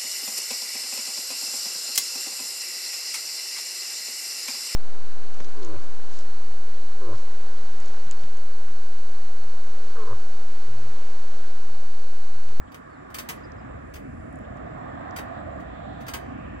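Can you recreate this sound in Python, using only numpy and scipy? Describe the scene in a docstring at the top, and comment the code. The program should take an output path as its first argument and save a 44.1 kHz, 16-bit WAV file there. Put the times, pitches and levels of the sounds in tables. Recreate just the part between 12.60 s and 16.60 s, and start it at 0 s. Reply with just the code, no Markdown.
"""An open playground, where a chair swing sways on steel chains. Each time the load shifts, links slip
and clack against the hangers, briefly ringing the steel frame; light ticks and soft rubs fall in between.
A far bird chirps three times. Behind it, distant traffic rumbles over a deep drone of wind and engines,
one vehicle swells past on humming tyres, and a faint hiss sits on top."""
import sys
import numpy as np
from scipy import signal
from scipy.fft import rfft, irfft
from scipy.io import wavfile
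from scipy.ndimage import uniform_filter1d

SR = 44100
rng = np.random.default_rng(int(sys.argv[2]) if len(sys.argv) > 2 else 0)


def wav_record(signal):
    """Record a signal, one row per channel, as 16-bit PCM in the file named by sys.argv[1]."""
    frames = np.transpose(np.atleast_2d(signal))
    bounded = np.clip(frames, -1, 1)
    # unit amplitude maps onto the largest positive 16-bit level
    quanta = np.round(bounded * 32767).astype(np.int16)
    wavfile.write(sys.argv[1], SR, quanta)


N = 176400
TIME = np.arange(N) / SR
CUTOFF_HZ = 15900


# link slips: start_s, level_db, brightness_db_per_octave, attack_s, chatter_s
LINK_SLIPS = [(.117, -54, -2, 0.0012, 0.0082), (0.1434, -44, -1.5, 0.0011, 0.0023),
              (0.502, -55.5, 0, 0.0016, 0.0061), (0.5415, -31.5, 1.5, 0.0063, 0.0061),
              (0.5841, -31.5, 1.3, 0.0016, 0.008), (0.688, -30.5, 1.44, 0.00061, 0.012),
              (1.3381, -45, 1, 0.0018, .009), (1.354, -45.5, -0.5, .003, 0.011),
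              (2.5604, -34.5, 1.3, 0.0051, 0.009), (2.585, -38, -2, 0.002, 0.0026),
              (2.999, -57.5, -4, 0.0028, 0.0104), (3.405, -52, -1.5, 0.0038, 0.012),
              (3.465, -44.5, -2, 0.0023, 0.012), (3.4825, -35.5, -0.3, 0.00078, 0.0068),
              (3.536, -31, 0, 0.0011, 0.012)]

def clacks(contacts_per_s=2100, contact_decay_s=0.005, contact_db=1, strike_spread_db=3.5):
    """A link slips, chatters for a few milliseconds in sharp contacts, and leaves the frame ringing."""
    hz, gain, t60 = frame_modes()
    t, out = np.arange(8192) / SR, np.zeros((2, N))
    modes = np.exp((2j * np.pi * hz - np.log(1000) / t60)[:, None] * t)
    bins = np.fft.rfftfreq(len(t), 1 / SR)
    clack_eq = unit(amp(read(CLACK_COLOUR, bins)))
    for start, db, brightness, attack, chatter in LINK_SLIPS:
        tilt = lambda f: amp(brightness * np.log2((f + 100) / 5000))
        strike = gain * tilt(hz) * amp(strike_spread_db * rng.standard_normal(len(hz)))
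        phases = np.exp(2j * np.pi * rng.random((2, len(hz))))
        ring = ((strike * phases) @ modes).real
        ring *= np.exp(np.log(1000) / np.median(t60) * np.minimum(t, chatter))  # chatter holds the ring up
        hits = rng.standard_normal((2, len(t))) * (rng.random((2, len(t))) < contacts_per_s / SR)
        contacts = irfft(rfft(unit(hits)) * clack_eq * tilt(bins)) * np.exp(-t / contact_decay_s)
        add(out, start, amp(db) * np.minimum(t / attack, 1) * (ring + amp(contact_db) * contacts))
    return out


# tone colour of the clacks, with dips near 10 and 14 kHz: freq_hz, gain_db
CLACK_COLOUR = [(150, -7), (450, 7), (800, 3.5), (1100, 11), (2300, 8.5), (4100, -0.5), (4700, 3.5),
                (5400, 1.5), (6300, 4), (7200, -4.5), (9200, 0), (10100, -8), (11200, 0), (12500, -1),
                (13700, -12), (15200, 2)]
# ring time of the frame: freq_hz, t60_s
FRAME_DECAY = [(400, 0.17), (1000, 0.17), (2200, 0.15), (5500, 0.1), (10000, 0.16), (15000, 0.12)]
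# strongest modes of hanger and crossbar, several in close pairs: pitch_hz, gain_db
HANGER_MODES = [(938, -14), (1040, -14), (1275, -13.5), (2338, -14.5), (2461, -19), (3053, -14),
                (3762, -18), (3805, -17), (4488, -19), (4651, -17), (4748, -16), (4807, -17), (5798, -21),
                (8554, -21)]

def frame_modes(count=480, spread_db=1.5, frame_db=0.5, hanger_trim_db=-3.5):
    """The frame's crowded weak modes and the hanger's strong, longer ones: pitch_hz, gain, t60_s."""
    frame_hz = (np.arange(count) + rng.random(count)) * CUTOFF_HZ / count + 100
    frame_gain = amp(read(CLACK_COLOUR, frame_hz) + spread_db * rng.standard_normal(count))
    frame_gain *= amp(frame_db) / np.linalg.norm(frame_gain)
    hanger_hz, hanger_db = np.transpose(HANGER_MODES)
    t60 = np.r_[read(FRAME_DECAY, frame_hz), 1.15 * read(FRAME_DECAY, hanger_hz)]
    return np.r_[frame_hz, hanger_hz], np.r_[frame_gain, amp(hanger_db + hanger_trim_db)], t60


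# the clacks' delay on the right, and how alike their two sides are: freq_hz, likeness_ratio
RIGHT_LAG_S, CLACK_LIKENESS = 0.0002423, [(2000, 0.55), (7000, 0.083), (10000, 0.94), (15000, 0.5)]

def place_swing(x):
    """The right side gets a late copy of the left side's clack, blended with its own reflections."""
    hz = np.fft.rfftfreq(N, 1 / SR)
    same = read(CLACK_LIKENESS, hz)
    left, right = rfft(x)
    late = left * np.exp(-2j * np.pi * hz * RIGHT_LAG_S)
    return np.array([x[0], irfft(same * late + np.sqrt(1 - same ** 2) * right, N)])


# light, dry chain ticks: start_s, level_db, centre_hz
CHAIN_TICKS = [(0.919, -43.5, 5440), (1.7093, -61, 8800), (1.7272, -52, 8800), (1.7562, -45.5, 7900),
               (1.7886, -50.5, 8200), (1.8135, -67, 9500), (1.9697, -54, 7500), (1.974, -53, 4300),
               (2.509, -43, 5200)]

def ticks(decay_s=0.00094, width_octaves=0.3):
    """Single links touch without ringing the frame."""
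    t, out = np.arange(1024) / SR, np.zeros((2, N))
    hz = np.fft.rfftfreq(len(t), 1 / SR)
    envelope = t / decay_s * np.exp(-t / decay_s)
    for start, db, centre in CHAIN_TICKS:
        colour = np.exp(-.5 * (np.log2((hz + 1) / centre) / width_octaves) ** 2)
        burst = unit(irfft(rfft(rng.standard_normal((2, len(t)))) * colour))
        add(out, start, amp(db) * envelope * burst)
    return out


# chain rubbing in its hanger: start_s, length_s, level_db, centre_hz, glide_octaves
CHAIN_RUBS = [(0.065, 0.036, -65, 3220, 0.029), (1.841, 0.026, -62, 2980, -0.083),
              (2.701, 0.14, -65, 3540, 0.0011), (2.947, 0.73, -61, 3510, 0.19),
              (3.593, 0.48, -57, 2498, 0.074)]

def rubs(width_hz=1370):
    """Links turn under load with a soft, narrow rasp."""
    out = np.zeros((2, N))
    for start, length, db, centre, glide in CHAIN_RUBS:
        progress = np.linspace(0, 1, int(length * SR))
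        sweep = centre * 2 ** (glide * (progress - .5))
        rasp = np.array([band(sweep, width_hz).real for _ in range(2)])
        add(out, start, amp(db) * np.sin(np.pi * progress) * rasp)
    return out


# far chirps: start_s, length_s, level_db, top_pitch_hz, arch_depth_ratio
BIRD_CHIRPS = [(0.277, 0.125, -71.5, 4520, .33), (0.83, 0.036, -57.5, 4930, .02),
               (0.976, 0.038, -68, 5080, .03)]

def bird(skew=0.62, waver_depth=0.02):
    """Short, wavering whistles whose pitch rises quickly and falls more slowly."""
    out = np.zeros((2, N))
    for start, length, db, top_hz, depth in BIRD_CHIRPS:
        progress = np.linspace(0, 1, int(length * SR))
        waver = unit(uniform_filter1d(rng.standard_normal(SR), size=60))[:len(progress)]
        arch = np.sin(np.pi * progress ** skew)
        pitch = top_hz * (1 - depth * (1 - arch) + waver_depth * waver)
        whistle = np.sin(2 * np.pi * np.cumsum(pitch) / SR)
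        add(out, start, amp(db) * np.sin(np.pi * progress) * whistle)
    return out


def yard_reverb(x, wet_db=-21, t60_s=0.69, top_hz=4600, attack_s=0.019):
    """Weak, dull scatter from the ground, shelters and bushes."""
    t = np.arange(SR // 2) / SR
    scatter = signal.lfilter(*signal.butter(2, top_hz, fs=SR), rng.standard_normal((2, len(t))))
    tail = scatter * amp(-60 * t / t60_s) * np.minimum(t / attack_s, 1)
    return amp(wet_db) * signal.fftconvolve(x, tail / np.linalg.norm(tail[0]), axes=1)[:, :N]


# hum of the passing tread: time_s, level_db, pitch_hz
TREAD_HUM = [(0.6, -68, 651), (1.801, -44.5, 661.2), (2.55, -38, 716.7), (2.942, -37, 652.3),
             (3.061, -41, 662), (3.3, -40.5, 717.6), (3.75, -44, 700.6), (4, -54, 674)]

def tread(width_hz=260):
    """The tyres' hum swells twice and sinks in pitch after each swell."""
    times, db, hz = np.transpose(TREAD_HUM)
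    hum = amp(np.interp(TIME, times, db)) * band(np.interp(TIME, times, hz), width_hz)
    left = amp(read(FAR_BALANCE, hz.mean())) * hum
    right = np.exp(-1j * read(FAR_PHASE, hz.mean())) * hum
    return np.array([left, right]).real


# EQ of the road rumble and the tyre roar: freq_hz, gain_db
RUMBLE_EQ = [(30, -35), (60, -9), (110, -1), (180, -6), (260, 1), (400, -10), (520, -5), (800, -22),
             (1700, -18), (2600, -28.5), (4200, -63.5), (7000, -52), (14000, -87.5)]
ROAR_EQ = [(150, -20.5), (330, -4), (480, -2.5), (640, -1), (820, -7), (1000, 2), (1250, -1.5),
           (1800, -6.5), (2600, -26), (3700, -26.5), (5000, -41.5), (9000, -73.5)]
# their fader rides: time_s, level_db
RUMBLE_FADER = [(0, -48.5), (.15, -46), (.5, -43.5), (.9, -41), (1.8, -40.5), (2.4, -39.5), (3.2, -39)]
ROAR_FADER = [(0, -50.5), (.6, -44.5), (1.1, -45), (1.5, -52.5), (2, -44.5), (2.6, -39), (3.2, -46),
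              (4, -46)]

def traffic():
    """A bed of low rumble, and tyre roar that swells as a vehicle passes."""
    rumble = fader(RUMBLE_FADER) * noise(RUMBLE_EQ, patchy_db=1.33)
    roar = fader(ROAR_FADER) * noise(ROAR_EQ, patchy_db=1.33)
    return rumble + roar


# EQ of the low drone: freq_hz, gain_db
DRONE_EQ = [(30, -31.5), (42, -9.5), (60, 4), (85, -7.5), (130, -16.5), (300, -25.5), (1000, -88.5)]
# its fader ride: time_s, level_db
DRONE_FADER = [(0, -43), (.12, -57), (.7, -52.5), (.93, -44.5), (1.35, -44.5), (1.85, -43.5), (2.2, -48.5),
               (3.1, -45.5)]

def drone():
    """Wind and far engines fill out the low end."""
    return fader(DRONE_FADER) * noise(DRONE_EQ, patchy_db=0.5)


# level of the hiss, then EQ of hiss and fizz: freq_hz, gain_db
HISS_DB, HISS_EQ = -69.5, [(2500, -17.5), (5000, -2), (6600, -7), (7450, 8), (8300, -10), (11000, -55.5)]
FIZZ_EQ = [(2500, -2), (5700, -2), (7000, -3), (9700, 6), (11500, -11.5), (15000, -25)]
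# fader ride of the fizz: time_s, level_db
FIZZ_FADER = [(0, -84), (.3, -80), (1.05, -86), (1.3, -77), (1.65, -74.5), (2, -88)]

def hiss():
    """A faint high fizz comes and goes over the hiss of the left microphone."""
    out = fader(FIZZ_FADER) * noise(FIZZ_EQ, patchy_db=2.5, distant=False)
    out[0] += amp(HISS_DB) * noise(HISS_EQ, patchy_db=2.0, distant=False)[0]
    return out


# how alike the two sides of distant sound are: freq_hz, likeness_ratio
FAR_LIKENESS = [(700, 1), (1500, 0.61), (3500, 0), (6000, 1.2)]
# its phase between the sides: freq_hz, left_lead_rad
FAR_PHASE = [(40, 0.5), (110, 0.54), (200, -1.24), (330, -2), (520, -3), (700, -4), (880, -8.5),
             (1100, -10.5), (1400, -16.5), (1550, -16.5), (2100, -21.5), (2900, -21.5)]
# its pan: freq_hz, left_over_right_db
FAR_BALANCE = [(60, 1.5), (300, -1), (470, 0), (680, -14.5), (830, 12), (1000, -5.5), (1220, -8.5),
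               (1750, 1), (2500, -0.5), (4500, 3)]

def noise(eq, patchy_db, distant=True):
    """Stereo noise with drifting patches of colour; distant sound is also placed left and right."""
    hz = np.fft.rfftfreq(2048, 1 / SR)
    left_re, left_im, right_re, right_im, patches = rng.standard_normal((N // 512 + 5, len(hz), 5)).T
    left, right = left_re + 1j * left_im, right_re + 1j * right_im
    if distant:
        same = np.clip(read(FAR_LIKENESS, hz), 0, 1)[:, None]
        right = same * left + np.sqrt(1 - same ** 2) * right
        right *= np.exp(-1j * read(FAR_PHASE, hz))[:, None]
        pan = amp(read(FAR_BALANCE, hz))[:, None]
        left, right = left * pan / np.hypot(1, pan), right / np.hypot(1, pan)
    patches = unit(uniform_filter1d(uniform_filter1d(patches, size=9, axis=0), size=10, axis=1))
    spectra = np.array([left, right]) * amp(read(eq, hz)[:, None] + patchy_db * patches)
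    return unit(signal.istft(spectra, nperseg=2048, noverlap=1536)[1][:, :N])


def band(hz, width_hz):
    """Complex noise in a resonance that follows the curve hz; its real part has rms near 1."""
    pole = np.exp(-np.pi * width_hz / SR)
    flutter = rng.standard_normal((len(hz), 2)) @ [1, 1j]
    for _ in range(3):
        flutter = signal.lfilter([1 - pole], [1, -pole], flutter)
    return flutter / flutter.real.std() * np.exp(2j * np.pi * np.cumsum(hz) / SR)


def amp(db):
    """Decibels to gain."""
    return 10 ** (np.asarray(db) / 20)


def unit(x):
    """Scales to rms 1."""
    return x / np.sqrt(np.mean(x ** 2) + 1e-20)


def read(points, hz):
    """Reads a table on a log-frequency axis."""
    freq, value = np.transpose(points)
    return np.interp(np.log(hz + 1), np.log(freq + 1), value)


def fader(points):
    """Gain over time from rows of time_s, level_db."""
    return amp(np.interp(TIME, *np.transpose(points)))


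def add(mix, start_s, sound):
    """Drops a sound into the stereo mix at start_s."""
    part = mix[:, max(round(start_s * SR), 0):][:, :sound.shape[-1]]
    part += sound[..., :part.shape[1]]


def scene():
    """The swing and the bird in the open yard, over a bed of traffic, wind and hiss."""
    spots = place_swing(clacks()) + ticks() + rubs() + bird()
    return spots + yard_reverb(spots) + traffic() + tread() + drone() + hiss()


def record(dry):
    """A 40 Hz low cut against wind, then a steep high cut."""
    low_cut = signal.butter(4, 40, "highpass", fs=SR, output="sos")
    high_cut = signal.firwin(301, CUTOFF_HZ, window=("kaiser", 9), fs=SR)
    return signal.oaconvolve(signal.sosfilt(low_cut, dry), high_cut[None], "same")


dry = scene()
out = record(dry)
wav_record(out)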